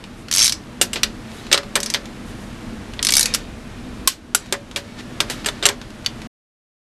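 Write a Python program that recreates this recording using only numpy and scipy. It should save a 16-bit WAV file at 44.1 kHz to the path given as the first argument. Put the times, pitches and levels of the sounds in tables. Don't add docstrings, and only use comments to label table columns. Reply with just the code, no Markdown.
import sys
import numpy as np
from scipy import signal
from scipy.fft import rfft, irfft, next_fast_len
from scipy.io import wavfile
from scipy.ndimage import uniform_filter1d

SR = 44100
rng = np.random.default_rng(int(sys.argv[2]) if len(sys.argv) > 2 else 0)


def store_wav(level_fs):
    pcm = np.round(np.clip(np.atleast_2d(level_fs), -1, 1) * 32767)
    wavfile.write(sys.argv[1], SR, pcm.T.astype(np.int16))


N = 308696
TIME = np.arange(N) / SR


def from_db(db):
    return 10 ** (np.asarray(db) / 20)


def rms_one(x):
    return x / np.sqrt(np.mean(x ** 2) + 1e-20)


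def at_hz(points, hz):
    table_hz, value = np.transpose(points)
    return np.interp(np.log(hz + 1), np.log(table_hz), value)


def fade(t, t60):
    return np.exp(-np.log(1000) * t / t60)


def smooth(x, seconds):
    r = np.exp(-1 / (seconds * SR))
    return signal.lfilter([1 - r], [1, -r], x)


def add(out, s, sound):
    i = int(s * SR)
    out[i:i + len(sound)] += sound[:N - i]


def swells(events):
    return sum(from_db(db) * np.exp(-((TIME - s) / length) ** 2) for s, length, db in events)


def colour(x, *spectra):
    size = 2 * next_fast_len(len(x) // 2 + 2048)
    hz = np.arange(size // 2 + 1) * SR / size
    gain_db = sum(at_hz(spectrum, hz) for spectrum in spectra)
    cepstrum = irfft(np.log(from_db(gain_db)))
    cepstrum[1:size // 2] *= 2
    cepstrum[size // 2 + 1:] = 0
    response = np.exp(rfft(cepstrum))
    return irfft(rfft(x, size) * response)[:len(x)]


def narrow_noise(hz, width):
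    b, a = signal.iirpeak(hz, hz / width, fs=SR)
    noise = rng.standard_normal(N + SR)
    resonant = signal.lfilter(b, a, signal.lfilter(b, a, noise))
    return rms_one(resonant[SR:])


def clatter(t60, linger_db, linger_t60, strike_db=-3, strike_t60=0.0075):
    t = TIME[:SR // 4]
    grain = rng.standard_normal(len(t))
    grain /= np.sqrt(uniform_filter1d(grain ** 2, size=32))
    strike = from_db(strike_db) * fade(t, strike_t60)
    linger = from_db(linger_db) * fade(t, linger_t60)
    return grain * (strike + fade(t, t60) + linger)


def ring(modes, spread_db):
    t = TIME[:SR // 3]
    hz, db, t60 = np.transpose(modes)[:, :, None]
    strength = from_db(db + spread_db * rng.standard_normal(hz.shape)) * rng.choice([-1, 1], hz.shape)
    return np.sum(strength * np.sin(2 * np.pi * hz * t) * fade(t, t60), axis=0)


# (frequency [Hz], level [dB])
PAWL_COLOUR = [(300, -26.5), (800, -17.5), (1400, -11.5), (2200, -7), (3200, -4), (4300, 0), (5800, 0.5),
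               (7000, -2.5), (8400, -1.5), (9800, -5), (11500, -5), (12500, -13)]
# (frequency [Hz], relative level [dB], t60 [s])
RATCHET_HEAD = [(4550, -20, .045), (4850, -29.5, .045), (5500, -14, .045), (5500, -16, 0.049),
                (6250, -12, .045), (5830, -26, .045)]
WRENCH_SHAFT = [(2026, -33, 0.04), (2260, -26.5, 0.065), (3980, -26, 0.045), (8360, -47.5, 0.016)]
TOOTH_COLOUR_DB = 2.5


def ratchet(snap_db=-4.0, head_db=-1.0, shaft_db=-1):
    snaps, rings = np.zeros((2, N))
    for s, db, treble_db, head_ring_db, shaft_ring_db in teeth():
        snap = clatter(t60=0.038, linger_db=-22.5, linger_t60=.09, strike_db=-1.5, strike_t60=0.009)
        tooth = [(hz, TOOTH_COLOUR_DB * rng.standard_normal()) for hz, _ in PAWL_COLOUR]
        treble = [(5500, 0), (8500, treble_db)]
        add(snaps, s, from_db(db + snap_db) * colour(snap, PAWL_COLOUR, tooth, treble))
        add(rings, s, from_db(db + head_db + head_ring_db) * ring(RATCHET_HEAD, spread_db=2.0))
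        add(rings, s, from_db(db + shaft_db + shaft_ring_db) * ring(WRENCH_SHAFT, spread_db=7.0))
    return workshop(snaps, wet_db=-13.0, build_s=0.0071) + rings


# (start [s], teeth passed [count], rate at the start [teeth/s],
# rate before braking [teeth/s], rate at the end [teeth/s], relative level [dB], treble [dB],
# head ring [dB], shaft ring [dB])
SWINGS = [(0.3131, 20, 77.3, 135.5, 36.3, -4.6, -1, 0.5, -1), (1.8029, 4, 35.7, 33.3, 24.4, -9, -4, -5, -2),
          (3.0276, 14, 46.7, 77.4, 35.0, -3, 0, -9, -2)]
BRAKING_AT = 0.78
LOUDER_DB_PER_DOUBLING, BRIGHTER_DB_PER_DOUBLING = 2.3, 4.5
SPRING_ONLY_DOUBLINGS = -0.77
HEAD_SWELL_DB, SHAFT_RISE_DB = 9, 6
PRESS_DB = 1
TOOTH_SPREAD_DB = 1.6


def teeth():
    for start, count, first, before_braking, last, db, treble_db, head_db, shaft_db in SWINGS:
        along = np.linspace(0, 1, int(round(count)) - 1)
        rate = np.interp(along, [0, BRAKING_AT, 1], [first, before_braking, last])
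        times = start + np.r_[0, np.cumsum(1 / rate)]
        doublings = np.log2(np.r_[rate[0], rate] / rate.mean())
        doublings = np.maximum(doublings, SPRING_ONLY_DOUBLINGS)
        along = np.r_[0, along]
        strength_db = db + LOUDER_DB_PER_DOUBLING * doublings + PRESS_DB * (along - .5)
        strength_db += TOOTH_SPREAD_DB * rng.standard_normal(len(times))
        brightness_db = treble_db + BRIGHTER_DB_PER_DOUBLING * doublings
        head_ring_db = head_db + HEAD_SWELL_DB * (np.sin(np.pi * along) ** 2 - .5)
        shaft_ring_db = shaft_db + SHAFT_RISE_DB * (along - .5)
        yield from zip(times, strength_db, brightness_db, head_ring_db, shaft_ring_db)


# (time [s], relative level [dB], low range [dB], top range [dB], crack t60 [s],
# adapter ring [dB], main resonance [Hz], pump body and pipes [dB])
KNOCKS = [(0.8133, -1, 3.5, 0, 0.092, -14, 7000, -4), (0.932, -12, -3, -4, 0.1, -14, 3360, 0.5),
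          (0.9584, -10.5, 6.5, -17, 0.12, -36, 2070, -4), (1.0329, 4, -16.5, -10.5, 0.047, -38, 5800, -8.5),
          (1.5153, -7, 3, -13.5, 0.16, -24, 1940, 7.5), (1.5274, 10, -5, -8.5, 0.043, -25.5, 5550, -10),
          (1.5438, -1, 6, -15.5, 0.068, -23, 3840, 5), (1.5765, -4.5, 3, -10, 0.039, -29, 3920, 3.5),
          (1.7552, -2.5, -2.5, 0.5, 0.05, -17.5, 3830, 9), (1.7616, -7, 6.5, -14, 0.059, -36, 1740, -4),
          (1.9389, -7, -20, -1.5, 0.028, -43, 3600, -1.5),
          (1.9451, -2.5, -4.5, -14.5, 0.064, -41, 3170, 0.5), (2.992, -6.5, -13, -48, 0.025, -49, 1920, -3),
          (3.092, -3, -4.5, -15, 0.046, -39, 2940, -11), (3.3388, -9.5, -15.5, 1, 0.083, -44, 5300, -15),
          (3.3473, -2, 0, -0.5, 0.038, -54, 5700, -17), (4.0744, 12, -7.5, 4.5, 0.042, -38, 1070, -21),
          (4.081, -2.5, -10, -5, 0.16, -39, 5600, -14), (4.348, 8.5, 2, 6, 0.038, -36, 1425, -11),
          (4.5247, 3, 2, -4.5, 0.04, -21, 1657, 4), (4.538, -12.5, 2, -16.5, 0.073, -27, 1800, 12),
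          (4.761, -6, -10, -6, 0.097, -26, 3760, 7.5), (5.2037, 0.5, -0.5, -8, 0.05, -24, 3610, -0.5),
          (5.2992, -13, 6.5, -3, 0.15, -33, 890, -2.5), (5.4605, -8, 0, -4, 0.095, -15, 1750, 9),
          (5.4868, -8.5, 12, -7, 0.039, -30, 3560, -0.5), (5.6263, -11, 3, -14.5, 0.11, -29.5, 3570, 6),
          (5.634, -12, 3.5, -19.5, 0.12, -21.5, 3140, 7.5),
          (5.6544, 6.5, -4.5, -10.5, 0.05, -19.5, 7370, -0.5),
          (5.664, 2, -4.5, -1.5, 0.025, -32.5, 7500, -5.5), (5.6882, -1.5, 1.5, -7, 0.038, -26, 1032, 3.5),
          (6.0614, -1.5, -8, -14, 0.034, -50, 4570, -11.5)]
RANGE_HZ = [600, 1900, 4400, 9000]
# (frequency [Hz], level [dB])
KNOCK_COLOUR = [(120, -19.5), (250, -14), (400, -4.5), (800, -10.5), (1400, -4), (3000, 0), (5500, -2),
                (8000, -3.5), (9500, -6.5), (11500, -8.5), (12500, -7)]
# (frequency [Hz], relative level [dB], t60 [s])
ADAPTER = [(1830, -18, 0.079), (2880, 1, 0.055), (3473, -17.5, 0.073), (7390, 2.5, 0.052),
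           (8260, 6.5, 0.049), (11200, -13.5, .1)]
PIPES = [(408.8, -28, 0.27), (566, -30.5, 0.32), (1030, -43, 0.086), (1100, -35.5, 0.083), (1720, -42, .12),
         (2320, -29.5, 0.097)]
MIDDLE_DB, MIDDLE_FOLLOWS = -1.97, 0.15


def knocks(crack_db=-2, body_db=-11.0, pipes_db=-2, main_db=-12.0, main_t60=0.039):
    cracks, rings = np.zeros((2, N))
    for s, db, low_db, top_db, t60, ring_db, hz, pump_db in KNOCKS:
        middle_db = MIDDLE_DB + MIDDLE_FOLLOWS * low_db
        ranges = list(zip(RANGE_HZ, (low_db, middle_db, 0, top_db)))
        crack = clatter(t60, linger_db=-37.0, linger_t60=0.2)
        add(cracks, s, from_db(db + crack_db) * colour(crack, KNOCK_COLOUR, ranges))
        add(rings, s, from_db(db) * ring([(hz, main_db, main_t60)], spread_db=6.0))
        add(rings, s, from_db(db + ring_db) * ring(ADAPTER, spread_db=2.7))
        add(rings, s, from_db(db + pump_db + body_db) * body())
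        add(rings, s, from_db(db + pump_db + pipes_db) * ring(PIPES, spread_db=2.0))
    return workshop(cracks, wet_db=-16.0, build_s=0.0017) + rings


# (frequency [Hz], level [dB])
BODY_COLOUR = [(200, -24.5), (380, -7.5), (600, 0.5), (850, 1), (1200, 1.5), (1800, 4.5), (3000, -11),
               (6000, -32.5)]


def body(t60=0.11, build_s=0.009):
    t = TIME[:SR // 4]
    answer = fade(t, t60) * (1 - np.exp(-t / build_s))
    return colour(rng.standard_normal(len(t)) * answer, BODY_COLOUR)


# (time [s], relative level [dB])
TOUCHES = [(0.040, -25), (0.284, -21), (1.467, -24.5), (1.632, -24), (2.056, -23.5), (2.936, -23),
           (4.46, -23), (4.713, -20.5), (5.446, -16.5), (5.815, -23.5), (5.904, -29), (6.047, -26),
           (6.218, -24.5)]
# (centre [s], half-width to 1/e [s], relative level [dB])
SLIDES = [(1.4, 0.13, -41.5), (1.908, 0.08, -38.5), (2.31, 0.035, -47), (3.267, 0.14, -33.5),
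          (4.447, 0.074, -38), (4.89, 0.12, -46), (4.997, 0.015, -34), (5.308, 0.03, -36),
          (5.39, 0.04, -38.5), (5.568, 0.097, -43.5)]
# (frequency [Hz], width [Hz], relative level [dB])
SLIDE_RINGS = [(1813, 90, -15), (2250, 80, -19), (3814, 110, -19), (4300, 120, -20.5)]


def handling(touch_db=-7, grain_db=6.0):
    grain = from_db(grain_db * rng.standard_normal(N))
    grit = rms_one(rng.standard_normal(N) * grain)
    grit += sum(from_db(db) * narrow_noise(hz, width) for hz, width, db in SLIDE_RINGS)
    out = grit * swells(SLIDES)
    for s, db in TOUCHES:
        add(out, s, from_db(db + touch_db) * clatter(t60=0.037, linger_db=-21.5, linger_t60=.1))
    return colour(out, [(200, -7), (1200, 4.5), (3800, 4), (7000, -4.5), (12000, -16.5)])


# (time [s], level [dB])
TURNING = [(3.2, -56), (3.28, -35.5), (3.42, -49), (3.6, -58), (3.88, -52), (4.05, -54), (4.08, -67)]
# (frequency [Hz], width [Hz], relative level [dB])
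RUB = [(480, 57, 1.5), (2430, 200, 0), (3680, 120, -5.5)]


def turning_nut():
    s, db = np.transpose(TURNING)
    rub = rms_one(sum(from_db(level) * narrow_noise(hz, width) for hz, width, level in RUB))
    return rub * np.interp(TIME, s, from_db(db), left=0, right=0)


# (centre [s], half-width to 1/e [s], level [dB])
BRUSHES = [(0.202, 0.04, -54), (1.37, 0.068, -50), (2.29, 0.04, -49), (2.42, 0.06, -52)]
# (frequency [Hz], relative level [dB])
BRUSH_COLOUR = [(3000, -20.5), (7000, 0), (9500, -1), (12500, -5.5)]


def brushing():
    return swells(BRUSHES) * rms_one(colour(rng.standard_normal(N), BRUSH_COLOUR))


# (time [s], hum level [dB], relative hiss level [dB])
BACKGROUND = [(0, -40, -45.5), (0.65, -38.5, -44.5), (1.1, -37, -42.5), (2.1, -38, -42), (2.65, -34.5, -41),
              (3.6, -37.5, -43), (4.5, -34.5, -41), (4.9, -38, -43), (5.35, -34.5, -40), (5.8, -40, -44.5),
              (6.27, -37, -41)]
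# (frequency [Hz], relative level [dB])
HUM = [(11, -34), (18, -1.5), (54, -1.5), (81, -3), (113, -4.5), (171, -5.5), (205, -1.5), (233, -6),
       (249, 1.5), (275, -9.5), (307, -1.5), (441, -22.5), (500, -9.5), (650, -55), (1100, -120)]
HISS = [(240, -21), (400, 0), (556, -7), (598, -1.5), (752, -6), (1750, -9), (2300, -12), (2810, -12.5),
        (8860, -24.5), (12300, -30), (16000, -54), (22000, -120)]
# (frequency [Hz], width [Hz], relative level [dB])
DRONES = [(38.8, 2.7, -12.5), (99.6, 1.7, -15), (120.2, 19, -13), (197.3, 3.3, -12), (221.35, 5.7, -7.5),
          (243.4, 18, -9)]


def background(rumble_db=0.0, drone_db=1, air_db=1.0):
    s, *levels = np.transpose(BACKGROUND)
    hum_db, hiss_db = [np.interp(TIME, s, level) for level in levels]
    hum = from_db(rumble_db) * rms_one(colour(rng.standard_normal(N), HUM))
    hum += sum(from_db(db + drone_db) * narrow_noise(hz, width) for hz, width, db in DRONES)
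    hiss = rms_one(colour(rng.standard_normal(N), HISS))
    return from_db(hum_db) * hum + from_db(hiss_db + air_db) * hiss


# (time [s], frequency [Hz], rms level [dB])
SINKING = [(3.3, 70, -66.5), (3.55, 65.3, -49), (3.8, 58, -47), (4.03, 54.7, -37), (4.12, 54, -58.5)]


def sinking_drone():
    s, hz, db = np.transpose(SINKING)
    phase = 2 * np.pi * np.cumsum(np.interp(TIME, s, hz)) / SR
    return np.sqrt(2) * np.sin(phase) * np.interp(TIME, s, from_db(db), left=0, right=0)


# (frequency [Hz], t60 [s])
ROOM_T60 = [(300, 0.29), (800, 0.39), (2000, 0.17), (5500, 0.17), (12000, 0.11)]


def workshop(x, wet_db, build_s):
    t, response = TIME[:SR // 2], 0
    edges = np.geomspace(150, 15000, 9)
    for low, high in zip(edges, edges[1:]):
        band_pass = signal.butter(2, [low, high], "band", fs=SR, output="sos")
        band = signal.sosfilt(band_pass, rng.standard_normal(len(t)))
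        response = response + band * fade(t, at_hz(ROOM_T60, np.sqrt(low * high)))
    response = response * (1 - np.exp(-t / build_s))
    response /= np.linalg.norm(response)
    return x + from_db(wet_db) * signal.fftconvolve(x, response)[:N]


GAIN_THRESHOLD_DB, GAIN_ATTACK_S, GAIN_RECOVERY_DB_PER_S = -8, 0.002, 11


def gain_control(x, window_s=0.013):
    level_db = 10 * np.log10(smooth(x ** 2, window_s) + 1e-12)
    over_db = np.maximum(level_db - GAIN_THRESHOLD_DB, 0)
    recovered_db = GAIN_RECOVERY_DB_PER_S * TIME
    held_db = np.maximum.accumulate(over_db + recovered_db, axis=-1) - recovered_db
    return x * from_db(-smooth(held_db, GAIN_ATTACK_S))


def scene():
    tools = ratchet() + knocks() + turning_nut() + workshop(handling(), wet_db=-10.5, build_s=0.0064)
    return (tools + background() + sinking_drone() + brushing())[None]


STOP_S, CUTOFF_HZ = 6.274, 12500


def record(dry, top=0.89):
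    running = np.clip((STOP_S - TIME) / .005, 0, 1)
    clipped = np.clip(gain_control(dry), -top, top) * running
    low_pass = signal.ellip(10, .2, 70, CUTOFF_HZ, fs=SR, output="sos")
    return signal.sosfilt(low_pass, clipped)


dry = scene()
out = record(dry)
store_wav(out)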